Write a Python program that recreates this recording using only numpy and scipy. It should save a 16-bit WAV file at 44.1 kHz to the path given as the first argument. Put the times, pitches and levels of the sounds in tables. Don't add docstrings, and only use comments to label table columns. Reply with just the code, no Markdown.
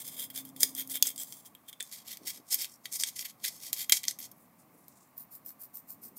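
import sys
import numpy as np
from scipy import signal
from scipy.fft import rfft, irfft, next_fast_len
from scipy.io import wavfile

SR = 44100
rng = np.random.default_rng(int(sys.argv[2]) if len(sys.argv) > 2 else 0)


def output_pcm(signal):
    pcm = np.clip(np.atleast_2d(signal).T, -1, 1) * 32767
    wavfile.write(sys.argv[1], SR, np.round(pcm).astype(np.int16))


N = 272538
T = np.arange(N) / SR
RIM_FROM_S, PART_FROM_S = 1.85, 4.5

# (time of peak speed [s], length [s], level [dB], push [dB])
HOUSING_STROKES = [(.015, .028, -39.5, 0), (0.073, 0.058, -40.5, -3), (.135, 0.048, -47.5, 0),
                   (.211, 0.085, -37.5, 1), (0.377, 0.066, -39.5, 1), (0.479, .05, -55.5, -2),
                   (0.625, .048, -29.5, -4.5), (.685, .07, -48, -6), (.796, .062, -34, 2.5),
                   (.92, .045, -38, -3), (.958, .042, -34, 4), (1.076, 0.065, -33.5, 2),
                   (1.21, .062, -37.5, -4), (1.329, 0.17, -51, -4.5), (1.468, 0.029, -50, -2),
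                   (1.691, .025, -44.5, 4.5), (1.859, .1, -58, -1), (1.936, 0.046, -44.5, 3.5),
                   (1.989, .07, -53, 2.5), (2.11, 0.088, -44, 5.5), (2.285, 0.051, -36, 2.5),
                   (2.356, 0.067, -50.5, 3), (2.533, .05, -30, -3), (2.618, .07, -35, 3),
                   (2.72, 0.077, -56.5, -12), (2.86, .04, -53, -7), (2.949, .05, -33.5, -6),
                   (3.012, .04, -31.5, -6.5), (3.082, .036, -37.5, 0.5), (3.17, .026, -41, -1),
                   (3.207, .048, -42, 0), (3.257, .021, -38, 8.5), (3.298, 0.034, -50.5, 3),
                   (3.464, 0.05, -33.5, 3), (3.552, .09, -51.5, -4), (3.657, .088, -44, 1),
                   (3.803, .076, -35.5, 3.5), (3.956, 0.053, -32, -4), (4.093, .044, -40.5, 3.5),
                   (4.235, .06, -43, 0)]
# (share of a stroke spent speeding up [1], drag [dB], sizzle at 0 dB push [dB], sizzle per push [dB/dB])
HOUSING_FRICTION, PART_FRICTION = (.49, -21.5, -2.2, .3), (.37, -28, 1, .8)
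# (time [s], level over 1 ms [dB], chatter decay [s], push [dB], sizzle [dB])
KNOCKS_AND_TICKS = [(.3014, -32.5, .008, 6, 2), (0.358, -28.5, 0.0076, -1, -8), (.451, -35, .006, 1.5, 3),
                    (.4901, -43, .003, -13, -5.5), (.563, -35, 0.0046, 0, 0), (.6062, -21.5, .002, -18, -2),
                    (.6316, -6.5, .0022, -2.5, -5), (.7505, -28, .0009, -18, -4),
                    (0.8747, -34, .002, -16, -1), (.8978, -31, .0025, -10, -4.5),
                    (1.0698, -18, .006, -16, -12), (1.1602, -34, .003, -10, -7),
                    (1.1788, -30, .0019, -9, -13), (1.3242, -33, .0007, -8, -12),
                    (1.5505, -40, .0011, 12, 5), (1.7286, -37, .0041, 9.5, -4), (1.8012, -33, .003, 14, -4),
                    (1.8052, -25, .003, 11, -14), (1.8267, -29.5, .0004, -9, -7),
                    (2.1714, -36, .0021, 6, 1), (2.5432, -14.5, .003, 0, 8), (2.6192, -25, .005, -14, 8),
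                    (2.6452, -28, .0008, 13, -6), (2.856, -28, .003, 15, -1), (3.0364, -16, .0006, 1, -15),
                    (3.1925, -26.5, .0012, -.5, -15), (3.2253, -35, .003, 15, 7), (3.2535, -32, .005, 9, 4),
                    (3.4449, -23.5, .0017, 16, 9), (3.45, -21.5, .0019, 12, -1),
                    (3.4827, -26.5, .0004, .5, -11), (3.7306, -17, .0004, -1.5, -2),
                    (3.8961, -16, 0.0014, 13, 7), (3.922, -5, 0.005, 3, -7), (3.9701, -26.5, .0013, 6, -10),
                    (4.0328, -32, .005, 5, -3), (4.0398, -28, .0007, 5.5, -15), (4.0524, -32, .001, 5, 3),
                    (4.0827, -15, 0.00055, -1, -10), (4.1093, -28, .003, 0, -6),
                    (4.1882, -31.5, .006, 1, 5), (4.202, -33.5, .0024, 13, 11), (4.315, -41, 0.0037, -3, 7),
                    (4.8825, -41, 0.00031, 1, -6), (5.1788, -32.5, .0036, -9, 3),
                    (5.3523, -40, .0006, -6, -1), (5.4614, -33, .0035, -6, 15), (6.1684, -38, .0035, -4, 0)]
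# (time [s], level over 1 ms [dB])
NECK_SLAPS = [(1.0254, -6.5)]
# (frequency [Hz], relative level [dB], T60 [s])
NECK_MODES = [(3442, -10.5, 0.034), (4500, -21, .025), (5140, -18, .015), (6550, -2.5, .013),
              (9960, -6.5, .008), (13020, -2, 0.0057), (13900, -4, 0.0058)]
# (frequency [Hz], bandwidth [Hz], level touched inside [dB], level touched at the rim [dB])
HOUSING_MODES = [ (480, 110, 12, 6), (700, 120, 4, 2), (1640, 200, 0, 1), (2020, 70, 3, 11),
                 (2270, 140, 5, 9), (3250, 85, 22, 12), (3530, 85, 19, -4), (3630, 130, 0, 3),
                 (4470, 140, -2, 6), (5000, 200, 7, 1), (5230, 160, -6, 2), (5570, 220, -10, 1),
                 (6460, 170, 4, 5), (7400, 200, 6, 4), (8520, 350, 5, -2), (9850, 160, 0, -6),
                 (10600, 180, 3, -8), (11400, 170, -2, 3), (12300, 200, -4, 5), (13250, 150, -6, -1),
                 (13700, 180, -4, 1), (14220, 220, -3, 0)]
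# (frequency [Hz], bandwidth [Hz], level [dB])
PART_MODES = [(4740, 360, -11), (10700, 250, 2), (13500, 150, 7), (14200, 270, 1)]
# (frequency [Hz], gain [dB])
INSIDE_RESPONSE = [(100, -39), (450, -20.5), (900, -21), (1400, -20), (2100, -10), (2800, -17.5),
                   (4000, -11), (5800, -7), (7000, -5.5), (9300, -1.5), (14000, 4.5), (15500, 0.5),
                   (17000, -1)]
RIM_RESPONSE = [(100, -32.5), (450, -26), (900, -21.5), (1400, -23), (2000, -12.5), (2800, -12.5),
                (3800, -6.5), (5500, -1.5), (8200, -2), (10500, -1), (13500, 0), (15300, -3), (17000, -21)]
PART_RESPONSE = [(100, -36), (1500, -20.5), (3200, -27), (4500, -17), (6200, -18.5), (8500, -11),
                 (11500, -8.5), (13500, 0), (15000, 1), (15800, -13), (17000, -39)]
# (time [s], rise [s], fall [s], level [dB], centre frequency [Hz])
GLOVE_RUBS = [(2.225, 0.021, 0.042, -56, 300), (2.397, 0.03, 0.018, -56.5, 269),
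              (4.41, 0.072, .05, -65, 12050), (4.61, 0.022, 0.026, -64.5, 8710),
              (4.76, 0.058, 0.067, -63, 249), (4.82, 0.093, .04, -66.5, 10670),
              (4.99, 0.14, 0.095, -68, 7550), (6.06, 0.059, 0.1, -62.5, 253)]
# (frequency [Hz], relative spectral density [dB])
AIR_SPECTRUM = [(25, -27), (72, -20), (105, -6.5), (160, -2), (265, -1), (400, -13), (700, -6.5),
                (950, -8.5), (1120, -4), (1350, -13.5), (1600, -15.5), (2150, -14.5), (3200, -25.5),
                (7000, -24.5), (11500, -20), (14300, -14), (16000, -20.5)]
# (time [s], gain [dB])
RUMBLE_SWELL = [(0, 5), (.3, 10), (.65, 9), (1.0, 5), (1.35, 4), (1.7, 2), (3.0, 3.5), (6.18, 4.5)]
# (time [s], level [dB])
HUM_SWELL = [(0, -74), (.2, -64.5), (.4, -56), (.65, -56), (.9, -56.5), (1.15, -66), (1.5, -76.5),
             (2.0, -100)]
# (frequency [Hz], relative level [dB])
HUM_PARTIALS = [(134, -13.5), (265.5, -0.5), (297, -11.5)]


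def scrubbing(size=16384, bass_share=.28, drag_s=.033):
    friction = np.pad(unit(bristles() * snags()), size, mode="wrap")
    out = np.zeros(N + 2 * size)
    t = (np.arange(size) - size // 2) / SR
    for s, length, db, push_db in HOUSING_STROKES + part_strokes():
        rise_share, drag_db, base_db, slope = HOUSING_FRICTION if s < PART_FROM_S else PART_FRICTION
        rise, fall = length * rise_share, length * (1 - rise_share)
        drag = undb(drag_db) * swell(t, rise + drag_s, fall + drag_s)
        speed = np.maximum(swell(t, rise, fall), drag)
        sizzle_db = base_db + slope * push_db
        start = min(int(s * SR) + size // 2, N + size)
        force = friction[start:start + size] * speed
        out[start:start + size] += undb(db) * surface(force, s, bass_share * push_db, push_db, sizzle_db)
    return out[size:-size]


def part_strokes(count=8, first_s=5.194, period_s=.142, length_s=.062, level_db=-46.8):
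    return [(first_s + k * period_s, length_s, level_db, -1 - k) for k in range(count)]


def bristles(flicks_per_s=9000, scatter_db=2.5, tuft_db=2.0, tufts_per_s=260, rub_db=-4):
    slips = (rng.random(N) < flicks_per_s / SR) * rng.choice([-1, 1], N)
    flicks = unit(slips * undb(scatter_db * np.minimum(rng.exponential(size=N), 5)))
    rub = undb(rub_db) * rng.standard_normal(N)
    return unit((flicks + rub) * undb(tuft_db * walk(tufts_per_s)))


def snags(per_s=60, snag_db=8, decay_s=.0007):
    catches = (rng.random(N) < per_s / SR) * rng.random(N)
    return 1 + undb(snag_db) * signal.lfilter([1], [1, -np.exp(-1 / (decay_s * SR))], catches)


def surface(force, s, bass_db, push_db, sizzle_db, thump_db=0):
    hz, width, inside_db, rim_db = np.transpose(HOUSING_MODES)
    surfaces = [(INSIDE_RESPONSE, zip(hz, width, inside_db)),
                (RIM_RESPONSE, zip(hz, width, rim_db)),
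                (PART_RESPONSE, PART_MODES)]
    outline, modes = surfaces[np.digitize(s, [RIM_FROM_S, PART_FROM_S])]
    contact = [(500, bass_db + thump_db), (1000, bass_db), (1600, push_db), (3700, push_db),
               (5200, 0), (9000, 0), (12000, sizzle_db)]
    return signal.fftconvolve(force, body_response(outline, modes, contact))[:len(force)]


def body_response(outline, modes, contact, ripple_db=2.4, size=2048, ripple_count=90):
    f = np.fft.rfftfreq(size, 1 / SR)
    peaks = sum(undb(db) ** 2 / (1 + (2 * (f - hz) / width) ** 2) for hz, width, db in modes)
    ripple = np.interp(f, np.linspace(0, SR / 2, ripple_count), rng.standard_normal(ripple_count))
    ripple *= np.interp(f, [3000, 5000], [.3, 1])
    gain = contour(outline, size) * contour(contact, size) * np.sqrt(1 + peaks) * undb(ripple_db * ripple)
    cepstrum = irfft(np.log(gain))
    cepstrum[1:size // 2] *= 2
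    cepstrum[size // 2 + 1:] = 0
    response = irfft(np.exp(rfft(cepstrum)))
    return response / np.linalg.norm(response)


def knocks_and_ticks(size=2048, snap=3, rattle_db=-18, rattle_s=.011, graze_db=-18, graze_s=.0016,
                     thump_from_db=-15, thump_share=.45):
    out, lead = np.zeros(N + size), size // 8
    t = np.abs(T[:size] - T[lead])
    for s, db, decay, push_db, sizzle_db in KNOCKS_AND_TICKS:
        graze = undb(graze_db) * np.exp(-t[:lead] / graze_s)
        chatter = np.exp(-t[lead:] / decay) + undb(rattle_db) * np.exp(-t[lead:] / rattle_s)
        blow = rng.choice([-1, 1], size) * np.concatenate([graze, chatter])
        blow[lead] = snap
        bass_db = -2.8 + .65 * push_db
        thump_db = thump_share * max(db - thump_from_db, 0)
        knock = surface(blow, s, bass_db, push_db, sizzle_db, thump_db)
        start = int(s * SR) - lead
        out[start:start + size] += undb(db) * over_1ms(knock)
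    return out[:N]


def neck_slap(crack_db=-5, crack_s=.0031, cutoff_hz=3100):
    t = T[:SR // 10]
    ring = sum(undb(db - 60 * t / t60) * np.sin(2 * np.pi * hz * t) for hz, db, t60 in NECK_MODES)
    crack = undb(crack_db) * rng.standard_normal(len(t)) * np.exp(-t / crack_s)
    highpass = signal.butter(5, cutoff_hz, "high", fs=SR, output="sos")
    clack = over_1ms(signal.sosfilt(highpass, ring + crack))
    hits = np.zeros(N)
    for s, db in NECK_SLAPS:
        hits[int(s * SR)] = undb(db)
    return signal.fftconvolve(hits, clack)[:N]


def glove(skirt_db=-13, halting_db=3):
    out = np.zeros(N)
    for s, rise, fall, db, hz in GLOVE_RUBS:
        slips = rng.standard_normal(N) * undb(halting_db * walk(120))
        band = [(hz / 3, -40), (hz / 2, skirt_db), (hz, 0), (hz * 2, skirt_db), (hz * 10, -50)]
        out += undb(db) * unit(colour(slips, band)) * swell(T - s, rise, fall)
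    return out


def room(x, first_s=.0024, t60_s=.19, level_db=-14):
    t = T[:SR // 2]
    tail = rng.standard_normal(len(t)) * undb(-60 * t / t60_s) * (t > first_s)
    tail = colour(tail, [(500, 2), (5000, -1), (15000, -1)])
    return undb(level_db) * signal.fftconvolve(x, tail / np.linalg.norm(tail))[:N]


def workshop_air(air_db=-64.5, rumble_hz=750, flicker_db=1):
    air = undb(AIR_DB := air_db) * unit(colour(rng.standard_normal(N), AIR_SPECTRUM))
    low = signal.sosfiltfilt(signal.butter(2, rumble_hz, fs=SR, output="sos"), air)
    rumble = low * undb(curve(RUMBLE_SWELL) + flicker_db * walk(7.3))
    return air - low + rumble


def machine_hum(pitch_wander=.0026, flicker_db=.99):
    phase_per_hz = 2 * np.pi * np.cumsum(1 + pitch_wander * walk(4)) / SR
    hum = sum(undb(db) * np.sin(hz * phase_per_hz) for hz, db in HUM_PARTIALS)
    return unit(hum) * undb(curve(HUM_SWELL) + flicker_db * walk(6.5))


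def swell(t, rise, fall, squareness=2.7):
    return np.exp(-np.abs(t / np.where(t < 0, rise, fall)) ** squareness)


def walk(rate):
    return 1.34 * np.interp(T * rate, np.arange(N), rng.standard_normal(N))


def curve(rows):
    return np.interp(T, *np.transpose(rows))


def contour(points, size):
    hz, db = np.transpose(points)
    return undb(np.interp(np.log(np.fft.rfftfreq(size, 1 / SR) + 1), np.log(hz), db))


def colour(x, points):
    size = 2 * next_fast_len(len(x) // 2 + 1)
    return irfft(rfft(x, size) * contour(points, size))[:len(x)]


def undb(db):
    return 10 ** (np.asarray(db) / 20)


def unit(x):
    return x / np.sqrt(np.mean(x ** 2))


def over_1ms(hit):
    return hit * np.sqrt(SR / 1000) / np.linalg.norm(hit)


def scene():
    direct = scrubbing() + knocks_and_ticks() + neck_slap() + glove()
    return (direct + room(direct) + workshop_air() + machine_hum())[None]


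def record(dry):
    lowpass = signal.ellip(8, .2, 95, 15600, fs=SR, output="sos")
    return signal.sosfilt(lowpass, np.clip(dry, -1, 1))


dry = scene()
out = record(dry)
output_pcm(out)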